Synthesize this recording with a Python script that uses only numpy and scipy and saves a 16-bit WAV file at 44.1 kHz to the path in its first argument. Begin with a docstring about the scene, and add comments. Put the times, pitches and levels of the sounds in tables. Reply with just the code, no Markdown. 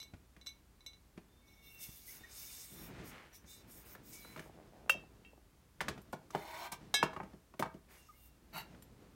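"""In a quiet room, a wine bottle is turned in the hand and then slid back into a full wooden rack.
Struck glass and wood are sums of dying tones set off by short blows; fingers, sleeve and sliding
contacts are friction noise, which also makes the glass sing. Squeaks are short gliding tones, and
creaks are trains of small slips. Room echoes, still air, a low rumble and a faint hum lie around it."""
import sys
import numpy as np
from scipy import signal
from scipy.fft import rfft, irfft, next_fast_len
from scipy.io import wavfile

SR = 44100
rng = np.random.default_rng(int(sys.argv[2]) if len(sys.argv) > 2 else 0)


def bounce(signal):
    """Save signal as a 16-bit WAV file at the path given by the first command-line argument."""
    frames = np.transpose(np.atleast_2d(signal))
    limited = np.clip(frames, -1, 1)
    pcm = np.round(limited * 32767).astype(np.int16)
    wavfile.write(sys.argv[1], SR, pcm)


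N = 403507
TIME = np.arange(N) / SR
AGE = TIME[:SR]   # time since a blow, up to one second

# Tones of the bottle in the hand. Each row: pitch in Hz, level when struck in dB,
# time to fall 60 dB in seconds, level when rubbed in dB.
HELD_MODES = [(2220, -17.5, 0.23, -1.5), (2804, -23, 0.093, -10), (3622, -17, 0.13, 0.5),
              (3974, -6, 0.15, -4), (5460, -14.5, 0.041, -0.5), (5860, -16, 0.17, -4),
              (6216, -14.5, .085, -12), (7130, -24, 0.073, -22), (8020, -19.5, 0.086, -12),
              (11350, -19.5, 0.092, -6), (13060, -17, .08, -20)]
# When the sliding tones glide: start and end in seconds.
GLIDE_SPAN = (6.38, 6.67)


def from_db(db):
    """Turn decibels into a gain."""
    return np.exp(np.asarray(db) * (np.log(10) / 20))


def rms_one(x):
    """Scale a lasting sound to unit rms."""
    return x / np.sqrt(np.mean(x ** 2) + 1e-20)


def unit_blow(x):
    """Scale a blow to the energy of 20 ms at unit rms."""
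    return x / np.sqrt(np.sum(x ** 2) / (.02 * SR) + 1e-20)


def at_hz(points, hz):
    """Read a table of (Hz, value) between its points, on a log-frequency axis."""
    f, value = np.transpose(points)
    return np.interp(np.log(hz), np.log(f), value)


def butter(x, hz, kind, order=2):
    """Filter out lows, highs or both, using only the past of the sound."""
    sos = signal.butter(order, np.clip(hz, 10, .45 * SR), kind, fs=SR, output="sos")
    return signal.sosfilt(sos, x)


def coloured(x, spectrum):
    """Shape a sound with a spectrum that falls away beyond its ends; rms 1."""
    size = next_fast_len(len(x))
    hz = np.maximum(np.arange(size // 2 + 1) * SR / size, 1)
    low_skirt = 1 / (1 + (.7 * spectrum[0][0] / hz) ** 4)
    high_skirt = 1 / (1 + (.7 * hz / spectrum[-1][0]) ** 6)
    gain = from_db(at_hz(spectrum, hz)) * low_skirt * high_skirt
    return rms_one(irfft(rfft(x, size) * gain, size)[:len(x)])


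def drift(rate):
    """Wander at random between normal draws of spread 1, 'rate' draws a second."""
    knots = rng.standard_normal(4000)
    return np.interp(TIME * rate, np.arange(len(knots)), knots)


def grains(per_s, spread_db):
    """Scatter tiny slips of uneven size and sign at random times; rms 1."""
    chance = rng.random(N) * SR / per_s
    at = np.flatnonzero(chance < 1)
    out = np.zeros(N)
    size_db = spread_db * np.minimum(-np.log(chance[at]), 5)
    out[at] = from_db(size_db) * (-1) ** (at % 2)
    return rms_one(out)


def gritty(per_s):
    """Friction on an uneven surface: each range of pitch catches and lets go by itself; rms 1."""
    edges = np.geomspace(1500, 17000, 9)
    out = butter(grains(per_s, 3), edges[0], "low", order=4)
    for low, high in zip(edges, edges[1:]):
        out += butter(grains(per_s, 3), [low, high], "band") * from_db(2.2 * drift(28))
    return rms_one(out)


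def dying(t60):
    """Envelope that falls 60 dB in t60 seconds."""
    return np.exp(-np.log(1000) * np.minimum(AGE / t60, 10))


def burst(t60):
    """Noise that dies away."""
    return rng.standard_normal(len(AGE)) * dying(t60)


def add(track, s, sound):
    """Mix a sound into a track at time s."""
    at = max(0, round(s * SR))
    track[at:at + len(sound)] += sound[:N - at]


def struck(modes, hard_hz, longer=1, spread_s=0.0016):
    """Tones ring after a blow; alternating signs let close pairs beat, and soft contacts lack treble."""
    out = np.zeros(len(AGE))
    for k, (hz, db, t60) in enumerate(modes):
        # each tone reaches the ear up to a few cycles late, by its own path
        lag = round(round(rng.random() * spread_s * hz) * SR / hz)
        age = AGE[:min(int(2 * t60 * longer * SR), len(AGE) - lag)]
        decay = np.exp(-np.log(1000) * age / (t60 * longer))
        wave = (-1) ** k * np.sin(2 * np.pi * hz * age) * decay
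        out[lag:lag + len(age)] += from_db(db) / np.sqrt(1 + (hz / hard_hz) ** 4) * wave
    return out


def singing(friction, modes, hard_hz, longer):
    """Steady friction keeps tones ringing; rms 1."""
    return rms_one(signal.fftconvolve(friction, struck(modes, hard_hz, longer))[:N])


def shimmer(friction, ring_db):
    """The crowded high tones of the glass put a fine, glassy grain on friction noise; rms 1."""
    crowd = [(hz, 0, 0.0066) for hz in rng.uniform(3000, 16000, 70)]
    # the ring time factor of 0.22 shortens every tone
    return rms_one(friction + from_db(ring_db) * singing(friction, crowd, SR, 0.22))


def glass_song(friction, hard_hz):
    """Friction sets off each held-bottle tone in fits and starts; a shifting grip bends all; rms 1."""
    out = np.zeros(N)
    for hz, _, _, rubbed_db in HELD_MODES:
        fits = from_db(2.0 * np.minimum(drift(14), 1))
        width_hz = 9 * (hz / 2000) ** 1.5   # higher tones are broader
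        ring = signal.lfilter(*signal.iirpeak(hz, hz / width_hz, fs=SR), friction * fits)
        out += from_db(rubbed_db) / np.sqrt(1 + (hz / hard_hz) ** 4) * rms_one(ring)
    bent_time = TIME + np.cumsum(0.00105 * drift(10)) / SR
    return rms_one(np.interp(bent_time, TIME, out))


def strokes(rows, attack_s, release_s):
    """Gain of movements (start, length, dB, swell dB): each sets in, swells or fades, and dies away."""
    arch_db = 1.5   # every movement presses this much harder in its middle than at its ends
    gain = np.zeros(N)
    for s, length, db, swell_db in rows:
        age = TIME[TIME < length + 10 * release_s]
        along = np.minimum(age / length, 1) - .5
        onset = (1 - np.exp(-age / attack_s)) ** 2
        release = np.exp(-np.maximum(age - length, 0) / release_s)
        level_db = db + swell_db * along - arch_db * (2 * along) ** 2
        add(gain, s, onset * release * from_db(level_db))
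    return gain


def rubbing(rows, attack_s, release_s):
    """The same strokes drive several sounds: one gain for each level column."""
    gains = []
    for k in range(len(rows[0][3:])):
        one_level = [(s, length, levels[k], swell) for s, length, swell, *levels in rows]
        gains.append(strokes(one_level, attack_s, release_s))
    return gains


def background():
    """Still air is coloured noise, moving the arm adds lumpy low noise, and mains hum is a pure tone."""
    # Colour of the room air. Each row: pitch in Hz, level in dB.
    air_colour = [(32, -6), (59, -1), (130, -12), (405, -20.5), (476, -24), (1020, -25), (2990, -32),
                  (16000, -36)]
    # Colour of the rumble. Each row: pitch in Hz, level in dB.
    rumble_colour = [(26, -27), (45, -1.5), (87, -6.5), (125, -2), (315, -6.5), (699, -18), (6000, -35.5)]
    # The arm moves. Each row: start in seconds, length in seconds,
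    # level in dB before the rumble trim, swell in dB.
    moves = [(2.68, 0.34, -52, 1.5), (3.4, 1.74, -60.5, 4.5), (5.78, 0.21, -48.5, -17),
             (6.2, 0.48, -65.5, 1), (6.72, 0.45, -55.5, 8), (8.3, 1.3, -60, 3.5)]
    still_db, trim_db = -70.5, -2   # rumble of the hand at rest before the trim; trim of all rumble
    air = from_db(-66.5) * coloured(rng.standard_normal(N), air_colour)
    handling = np.hypot(from_db(still_db), strokes(moves, attack_s=0.037, release_s=0.11))
    lumps = from_db(3 * drift(22))
    rumble = handling * from_db(trim_db) * lumps * coloured(rng.standard_normal(N), rumble_colour)
    hum = from_db(-71) * np.sin(2 * np.pi * 60 * TIME)
    return air + rumble + hum


def sleeve():
    """The knitted sleeve brushes along as the arm moves: dull, grainy friction of many small slips."""
    # Colour of the cloth. Each row: pitch in Hz, level in dB.
    cloth_colour = [(70, -7.5), (194, -7.5), (714, -9.5), (2280, -8), (3320, -17.5), (6500, -28),
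                    (12000, -34)]
    # The brushes. Each row: start in seconds, length in seconds, level in dB, swell in dB.
    brushes = [(1.7, 0.23, -70, -3), (2.04, 0.65, -68, -4), (2.72, 0.5, -60.5, 11.5),
               (3.3, 0.64, -73.5, 18.5), (4.0, 0.39, -68.5, 19.5), (7.87, 0.026, -53, -4.5)]
    cloth = coloured(grains(4000, 2.1), cloth_colour)
    return strokes(brushes, attack_s=0.039, release_s=.07) * from_db(2 * drift(30)) * cloth


def thumps():
    """The hand shifts its grip: soft flesh gives a dull, short push."""
    # Grip shifts. Each row: time in seconds, level in dB.
    shifts = [(0.136, -49.5), (1.175, -49), (1.887, -54.5), (2.208, -58), (3.441, -60)]
    # Colour of a thump. Each row: pitch in Hz, level in dB.
    thump_colour = [(40, -7.5), (141, -0.5), (527, -21), (2490, -28.5), (3340, -37), (6000, -43.5)]
    out = np.zeros(N)
    for s, db in shifts:
        noise = coloured(rng.standard_normal(len(AGE)), thump_colour)
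        add(out, s, from_db(db) * unit_blow(noise * dying(0.051) * (1 - dying(0.014))))
    return out


def creak():
    """The loaded rack sticks and slips at an uneven pace: a soft, dull ticking, and single slips."""
    # Runs of creaking. Each row: start in seconds, length in seconds, level in dB,
    # swell in dB, typical slips per second.
    runs = [(4.552, 0.1, -61, -6, 74), (4.708, 0.1, -60.5, -7, 172), (4.811, 0.09, -63, 7.5, 65)]
    # Single slips. Each row: time in seconds, level in dB.
    single_slips = [(4.459, -59), (4.472, -65), (4.495, -59.5), (5.037, -63), (5.332, -63.5), (5.376, -64)]
    # Colour of the runs. Each row: pitch in Hz, level in dB.
    creak_colour = [(120, -8), (250, -6.5), (480, 0), (720, 3), (1080, -12), (1600, -15)]
    paces = [(s + length / 2, pace) for s, length, db, swell, pace in runs]
    per_s = np.interp(TIME, *np.transpose(paces))
    # a slip happens whenever the running count passes a whole number
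    count = np.cumsum(per_s * from_db(2.0 * drift(50))) / SR
    ticks = np.diff(np.floor(count), prepend=0)
    sizes = from_db(2.5 * drift(80)) / np.sqrt(np.abs(per_s) + 1)
    gain = strokes([run for *run, pace in runs], attack_s=0.011, release_s=0.012)
    out = coloured(ticks * sizes, creak_colour) * gain
    for s, db in single_slips:
        add(out, s, from_db(db) * unit_blow(butter(burst(0.025), [260, 850], "band", order=3)))
    return out


def hand():
    """Skin hisses over the glass with wavering pressure and makes it sing faintly."""
    # Strokes of the hand. Each row: start in seconds, length in seconds, swell in dB,
    # level of the palm's hiss in dB, of the fingertips' hiss in dB, of the singing glass in dB.
    rubs = [(1.44, 0.22, -9, -86, -81, -72), (1.61, 0.19, -2, -73, -66, -65.5),
            (1.775, 0.064, 7, -54, -50, -62), (1.84, 0.23, -5, -62, -63, -70),
            (2.05, 0.12, -3.5, -58, -57, -75), (2.17, 0.18, -11, -69, -79, -67),
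            (2.28, 0.37, -0.5, -55.5, -60, -66.5), (2.62, 0.26, -1.5, -63, -60.5, -65),
            (3.03, 0.064, -4, -58, -57, -78), (3.32, 0.049, -9, -58, -59, -59),
            (3.45, 0.16, -13, -63, -69, -64), (3.66, 0.17, -9, -67, -61.5, -78),
            (3.84, 0.1, -10, -62.5, -57, -90), (4.02, 0.46, -13.5, -66, -69, -83),
            (4.12, 0.028, -17, -44, -63, -51), (7.88, 0.25, -15, -70, -79, -85),
            (8.11, 0.17, 4, -76.5, -69, -83)]
    # Colour of the palm's broad hiss. Each row: pitch in Hz, level in dB.
    palm_colour = [(1500, -24), (2210, -4.5), (4700, -1.5), (6060, 3), (9600, -1.5), (10600, -2.5)]
    # Colour of the dry fingertips' fine hiss. Each row: pitch in Hz, level in dB.
    fine_colour = [(7500, -26), (9700, 1), (10500, -12), (11900, 4), (16000, 4)]
    skin = gritty(6000) * from_db(0.8 * drift(22.1))
    palm, tips, sing = rubbing(rubs, attack_s=0.026, release_s=0.019)
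    grain = shimmer(skin, ring_db=-11)
    hiss = palm * coloured(grain, palm_colour) + tips * coloured(grain, fine_colour)
    return hiss + sing * glass_song(skin, 15000)


def squeaks():
    """Skin sticks and slips on glass, fast and nearly regularly: a short, gliding, wavering tone."""
    # The squeaks. Each row: start in seconds, length in seconds, middle pitch in Hz,
    # glide from start to end as a share of the pitch, level in dB.
    notes = [(1.283, 0.24, 3600, 0.02, -78), (1.416, 0.8, 2218, -0.0043, -67.5),
             (2.08, 0.11, 2213, -0.0034, -63), (1.623, 0.15, 2745, -0.013, -66),
             (1.692, 0.29, 2722, -0.012, -61.5), (2.077, 0.033, 2045, 0.031, -59),
             (2.235, 0.027, 1870, 0.028, -50), (2.38, 0.55, 3615, 0.0043, -66),
             (3.326, 0.081, 5930, 0.024, -62.5), (4.125, 0.2, 2272, -0.0023, -63),
             (4.214, 0.18, 4010, 0.0026, -61.5), (4.293, 0.091, 2240, -.005, -66),
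             (7.971, 0.13, 2770, -0.039, -70.5), (8.087, 0.034, 1220, -0.089, -55),
             (8.128, 0.059, 2160, 0.069, -71), (8.148, 0.23, 2770, -0.037, -74)]
    out = np.zeros(N)
    for s, length, hz, glide, db in notes:
        along = np.minimum(AGE / length, 1)
        pitch = hz * (1 + glide * (along - .5) + 0.013 * drift(730)[:len(AGE)])
        swell = np.sin(np.pi * np.sqrt(along))
        add(out, s, from_db(db) * swell * np.sin(2 * np.pi * np.cumsum(pitch) / SR))
    return out


def swept(times, first_hz, last_hz, width_hz):
    """Friction noise in a resonance that glides during the slide; rms 1."""
    turn = np.exp(2j * np.pi * np.cumsum(np.interp(times, GLIDE_SPAN, [first_hz, last_hz])) / SR)
    slow_noise = butter(rng.standard_normal(len(times)) / turn, width_hz / 2, "low", order=1)
    return rms_one(np.real(turn * slow_noise))


def slide():
    """Glass and paper label catch on the wood grain, driving rail and bottle; the neck scrapes last."""
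    # Slides on the rail. Each row: start in seconds, length in seconds, swell in dB,
    # level of the wood's gain in dB, level of the singing glass in dB.
    slides = [(6.32, 0.35, 10.5, -52.5, -66), (6.714, 0.016, 0, -45, -50.5)]
    # Resonances of the sliding contact, most of them rising as the bottle goes in.
    # Each row: first pitch in Hz, last pitch in Hz, width in Hz, level in dB.
    resonances = [(602, 700, 22, -3.5), (756, 1195, 45, -7), (945, 943, 50, -1), (1430, 1570, 55, -11),
                  (2060, 2310, 55, -6.5), (2970, 3200, 91, -13), (4100, 4080, 80, -15),
                  (5080, 5900, 150, -27)]
    # Colour of the scraped wood. Each row: pitch in Hz, level in dB.
    scrape_colour = [(150, -26), (341, 0.5), (440, -15), (820, 4), (1310, -9), (2270, -6.5), (2800, -13.5),
                     (4200, -15.5), (6000, -17.5), (15000, -19)]
    # Last push, foil neck against the rail. 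Each row: start in seconds, length in seconds,
    # level in dB, swell in dB.
    push = [(8.522, 0.075, -43, -1.5)]
    # Tones of the neck on the rail. Each row: pitch in Hz, level in dB, time to fall 60 dB in seconds.
    neck_modes = [(154, -6.5, 0.12), (313, -4, 0.023), (650, -6.5, 0.069), (916, 0.5, 0.021),
                  (1396, 0.5, 0.041), (2110, 10.5, 0.0051), (2570, -1, 0.018), (2774, -8, 0.12),
                  (3965, 3, 0.017), (4430, 5.5, 0.01), (12200, -5, 0.032)]
    friction = gritty(2200) * from_db(1.1 * drift(140))
    scrape, sing = rubbing(slides, attack_s=0.0062, release_s=0.012)
    rail, start = np.zeros(N), slides[0][0]
    for first, last, width, db in resonances:
        catch = from_db(db + 2.0 * drift(16)[:len(AGE)])
        add(rail, start, catch * swept(start + AGE, first, last, width))
    # the resonances come out as the bottle's weight settles on the rail
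    rail *= from_db(np.interp(TIME, GLIDE_SPAN, [-4, 0]))
    wood = from_db(-2) * coloured(shimmer(friction, ring_db=-8), scrape_colour)
    neck = singing(friction, neck_modes, 15000, 1.0) + from_db(-11) * friction   # with a foil hiss
    neck *= strokes(push, attack_s=0.017, release_s=0.021)
    return scrape * (wood + rail) + sing * glass_song(friction, 4500) + neck


def rail_spot():
    """Every spot on the rails has its own crowd of tones, the high ones dying sooner."""
    # Nominal range of the rail's tones: lowest pitch in Hz, highest pitch in Hz,
    # time to fall 60 dB at 1 kHz in seconds.
    low, high, t60 = (433, 3310, 0.028)
    pitches = np.geomspace(low, high, 80) * (1 + .012 * rng.standard_normal(80))
    return [(hz, 0, t60 * np.sqrt(1000 / hz)) for hz in rng.permutation(pitches)]


def knocks():
    """Glass chatters briefly on a rail: the contact cracks, the rail knocks, frame and shelf ring."""
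    # The knocks. Each row: time in seconds, frame level in dB, rail level in dB,
    # contact pitch in Hz, crack level in dB, top of the crack in Hz.
    hits = [(0.365, -64, -66.5, 1700, -71, 3000), (3.951, -61, -56.5, 1200, -67, 4000),
            (4.249, -68, -58, 1170, -84, 3030), (4.362, -53, -52.5, 1270, -64, 5000),
            (4.376, -55, -57, 1800, -64, 5000), (4.394, -53, -51.5, 1640, -59.5, 5930),
            (4.895, -63, -40.5, 1340, -39.5, 16100), (4.947, -52, -50, 603, -73, 3000),
            (5.806, -55.5, -39, 1780, -49, 4800), (5.811, -53, -41.5, 900, -47, 3500),
            (5.883, -44, -40, 1640, -44, 4900), (5.977, -54.5, -58, 815, -65.5, 3900),
            (6.131, -45.5, -42.5, 790, -57, 4450), (6.305, -66, -58, 1230, -61, 8970),
            (6.349, -40.5, -34.5, 755, -52, 3000), (6.719, -53.5, -73, 925, -47.5, 12800),
            (6.941, -64, -40, 714, -47, 14000), (7.0284, -34.5, -28, 1120, -43, 4500),
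            (7.132, -61, -51, 1040, -66.5, 5000), (7.164, -49, -44, 1000, -68, 5060),
            (7.2014, -49, -44, 910, -80, 5000), (7.232, -50.5, -56.5, 1110, -72, 7100),
            (7.333, -53, -64.5, 720, -75, 3990), (7.539, -60.5, -60.5, 1060, -75.5, 4070),
            (7.594, -44.5, -49.5, 2010, -47.5, 16800), (7.597, -39.5, -40.5, 680, -49.5, 2940),
            (7.625, -51, -34, 860, -50, 3030), (7.657, -52, -48, 905, -65, 2480),
            (7.741, -50, -70, 486, -70, 2430), (8.748, -63, -65, 1500, -79, 5070)]
    # Tones of the rack's frame. Each row: pitch in Hz, level in dB, time to fall 60 dB in seconds.
    frame_modes = [(111.7, -2.5, 0.016), (151, -3.5, 0.19), (195, 1, 0.15), (269, 5.5, 0.038),
                   (329, -7, 0.13), (372, -2.5, 0.12), (422, -7, 0.088), (536, -3.5, 0.095),
                   (642, 2, 0.079)]
    # Tones of the loaded shelf after every knock. 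Each row: pitch in Hz, level in dB,
    # time to fall 60 dB in seconds.
    shelf_modes = [(645, -0.5, 0.17), (912, -4, 0.35), (1250, -7.5, .15), (1595, -9.5, .3),
                   (2250, -7.5, 0.29)]
    out = np.zeros(N)
    for s, frame_db, rail_db, contact_hz, crack_db, top_hz in hits:
        push = from_db(-24) * burst(0.045)
        push[0] += 1
        push = butter(push, 1.72 * contact_hz, "low")
        push = butter(push, 110.8, "high")   # a contact is too brief to push below this
        # the bottle bounces on the springy contact, which favours one pitch; the rail rings broadly
        contact = signal.lfilter(*signal.iirpeak(contact_hz, 3.2, fs=SR), push)
        ring = signal.fftconvolve(push, struck(rail_spot(), 4400, spread_s=0.0034))[:len(AGE)]
        shelf = struck(shelf_modes, 2 * 1.72 * contact_hz)
        rail = unit_blow(contact) + from_db(-3) * unit_blow(ring) + from_db(-15) * unit_blow(shelf)
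        frame = butter(struck(frame_modes, contact_hz, spread_s=0.00816), [50, 750], "band")
        # a sharp snap with a fainter, longer rattle
        crack = (burst(0.024) + from_db(-13) * burst(0.088)) * (1 - dying(0.018))
        crack = butter(butter(crack, 1100, "high"), [0.37 * top_hz, top_hz], "band", order=1)
        add(out, s, from_db(frame_db) * unit_blow(frame))
        add(out, s, from_db(rail_db) * unit_blow(rail))
        add(out, s, from_db(crack_db) * unit_blow(crack))
    return out


def clinks(modes, taps, tick_db, tick_t60):
    """A tiny crack, and a ring; a loosely held object rings longer and a shade higher."""
    out = np.zeros(N)
    for s, db, hard_hz, longer in taps:
        sharper = 1 + 0.0018 * max(longer - 1, 0)
        shifted = [(hz * sharper, level, t60) for hz, level, t60 in modes]
        ring = struck(shifted, hard_hz, longer, spread_s=0.0017)
        tick = butter(butter(burst(tick_t60), 730, "high"), hard_hz, "low")
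        add(out, s, from_db(db) * (ring + from_db(tick_db) * tick))
    return out


def foil_cap():
    """The foil cap ticks against the rack: three high, quickly dying tones and a crack."""
    # Tones of the cap. Each row: pitch in Hz, level in dB, time to fall 60 dB in seconds.
    modes = [(7400, -7.5, 0.057), (9300, -4, .06), (11900, 0, 0.082)]
    # The ticks. Each row: time in seconds, level in dB, hardness in Hz, ring time factor.
    taps = [(6.016, -60.5, 16000, 0.91), (6.127, -49, 16000, 0.24), (8.823, -49, 8000, 0.97)]
    return clinks(modes, taps, tick_db=-6.0, tick_t60=0.043)


def neighbours():
    """Two bottles in the rack are struck, one in front and one deep inside; each rings its own tones."""
    # Tones of the first neighbour. Each row: pitch in Hz, level in dB, time to fall 60 dB in seconds.
    front_modes = [(1873, -15, .17), (2261, -11, .13), (2646, -4, .26), (2742, 1, .19), (3010, -12, .07),
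                   (3192, -7, .16), (3736, -11, .15), (4630, -13, .17), (5405, -12, .14), (6094, -13, .15),
                   (7220, -7, .04)]
    # Tones of the deep neighbour. Each row: pitch in Hz, level in dB, time to fall 60 dB in seconds.
    deep_modes = [(1689, -4, .32), (2204, -3, .28), (2645, -14, .3), (3204, -6, .21), (3494, -13, .18),
                  (3791, 0, .19), (4996, -11, .2), (5258, -11, .16), (5750, -14, .12), (6772, -10, .09),
                  (7704, -15, .12), (7860, -15, .1), (8670, -4, .085), (11540, -14, .08)]
    # Hits on the first neighbour. Each row: time in seconds, level in dB, hardness in Hz,
    # ring time factor.
    front_taps = [(4.8942, -31.5, 14000, 0.84), (5.248, -53.5, 2260, 1), (7.027, -31.5, 2800, 0.23)]
    # Hits on the deep neighbour. Each row: time in seconds, level in dB, hardness in Hz,
    # ring time factor.
    deep_taps = [(6.941, -29, 14060, 1.22)]
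    front = clinks(front_modes, front_taps, tick_db=-25.5, tick_t60=0.05)
    return front + clinks(deep_modes, deep_taps, tick_db=-64.5, tick_t60=0.069)


def clack():
    """Two bottles bounce on their glass contact: a hollow clack, then a shrill swell as they touch."""
    # Tones of the clack. Each row: pitch in Hz, level in dB, time to fall 60 dB in seconds.
    modes = [(545, -21, 0.17), (1380, -5, 0.015), (1550, 1.5, 0.012), (2640, -4.5, 0.045)]
    shrill_length_s, shrill_hz = .0105, 2720
    out = np.zeros(N)
    add(out, 4.8955, from_db(-20) * struck(modes, SR))
    swell = np.sin(np.pi * np.minimum(AGE / shrill_length_s, 1))
    add(out, 4.8995, from_db(-20) * swell * np.sin(2 * np.pi * shrill_hz * AGE))
    return out


def held_bottle():
    """Contacts on the bottle in the hand, such as finger taps, set its glass ringing."""
    # The contacts. Each row: time in seconds, level in dB, hardness in Hz, ring time factor.
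    taps = [(.001, -40, 7400, 1.5), (.017, -44.5, 12000, 0.47), (.029, -41.5, 10000, 1.1),
            (0.413, -48, 4970, 0.78), (.462, -41.5, 8950, 0.66), (0.469, -35.5, 9600, 1.04),
            (.492, -44, 14000, 0.63), (0.806, -51.5, 4120, 0.86), (.863, -38, 8800, 1.06),
            (.933, -45.5, 3080, 0.91), (1.482, -64, 12000, 0.89), (6.941, -22, 11700, 1.32)]
    modes = [mode for *mode, rubbed_db in HELD_MODES]
    return clinks(modes, taps, tick_db=-1.0, tick_t60=0.0033)


def room(x):
    """Scattered echoes off racks and walls build up quickly and die sooner in the high treble."""
    # Echo times. Each row: pitch in Hz, time to fall 60 dB in seconds.
    echo_t60 = [(100, 0.21), (500, 0.28), (2000, .27), (6000, 0.17), (15000, 0.043)]
    tail = np.zeros(len(AGE))
    for low in 60 * 2. ** np.arange(9):   # one octave at a time
        octave = butter(rng.standard_normal(len(AGE)), [low, 2 * low], "band")
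        tail += octave * dying(at_hz(echo_t60, low * np.sqrt(2)))
    tail = tail * (1 - dying(0.012)) / np.sqrt(.016 * SR)
    return x + from_db(-9) * signal.fftconvolve(x, tail)[:N]


def scene():
    """Sources echo in the room; the clack is close and heard dry, and so is the background."""
    soft = sleeve() + thumps() + creak() + hand() + squeaks()
    hard = slide() + knocks() + foil_cap() + neighbours() + held_bottle()
    return (background() + room(soft + hard) + clack())[None]


def record(dry):
    """A small microphone loses the deepest bass; the top is cut steeply at 16 kHz."""
    thin = butter(dry, 33, "high", order=3)
    return signal.sosfilt(signal.ellip(10, .2, 70, 16000, fs=SR, output="sos"), thin)


dry = scene()
out = record(dry)
bounce(out)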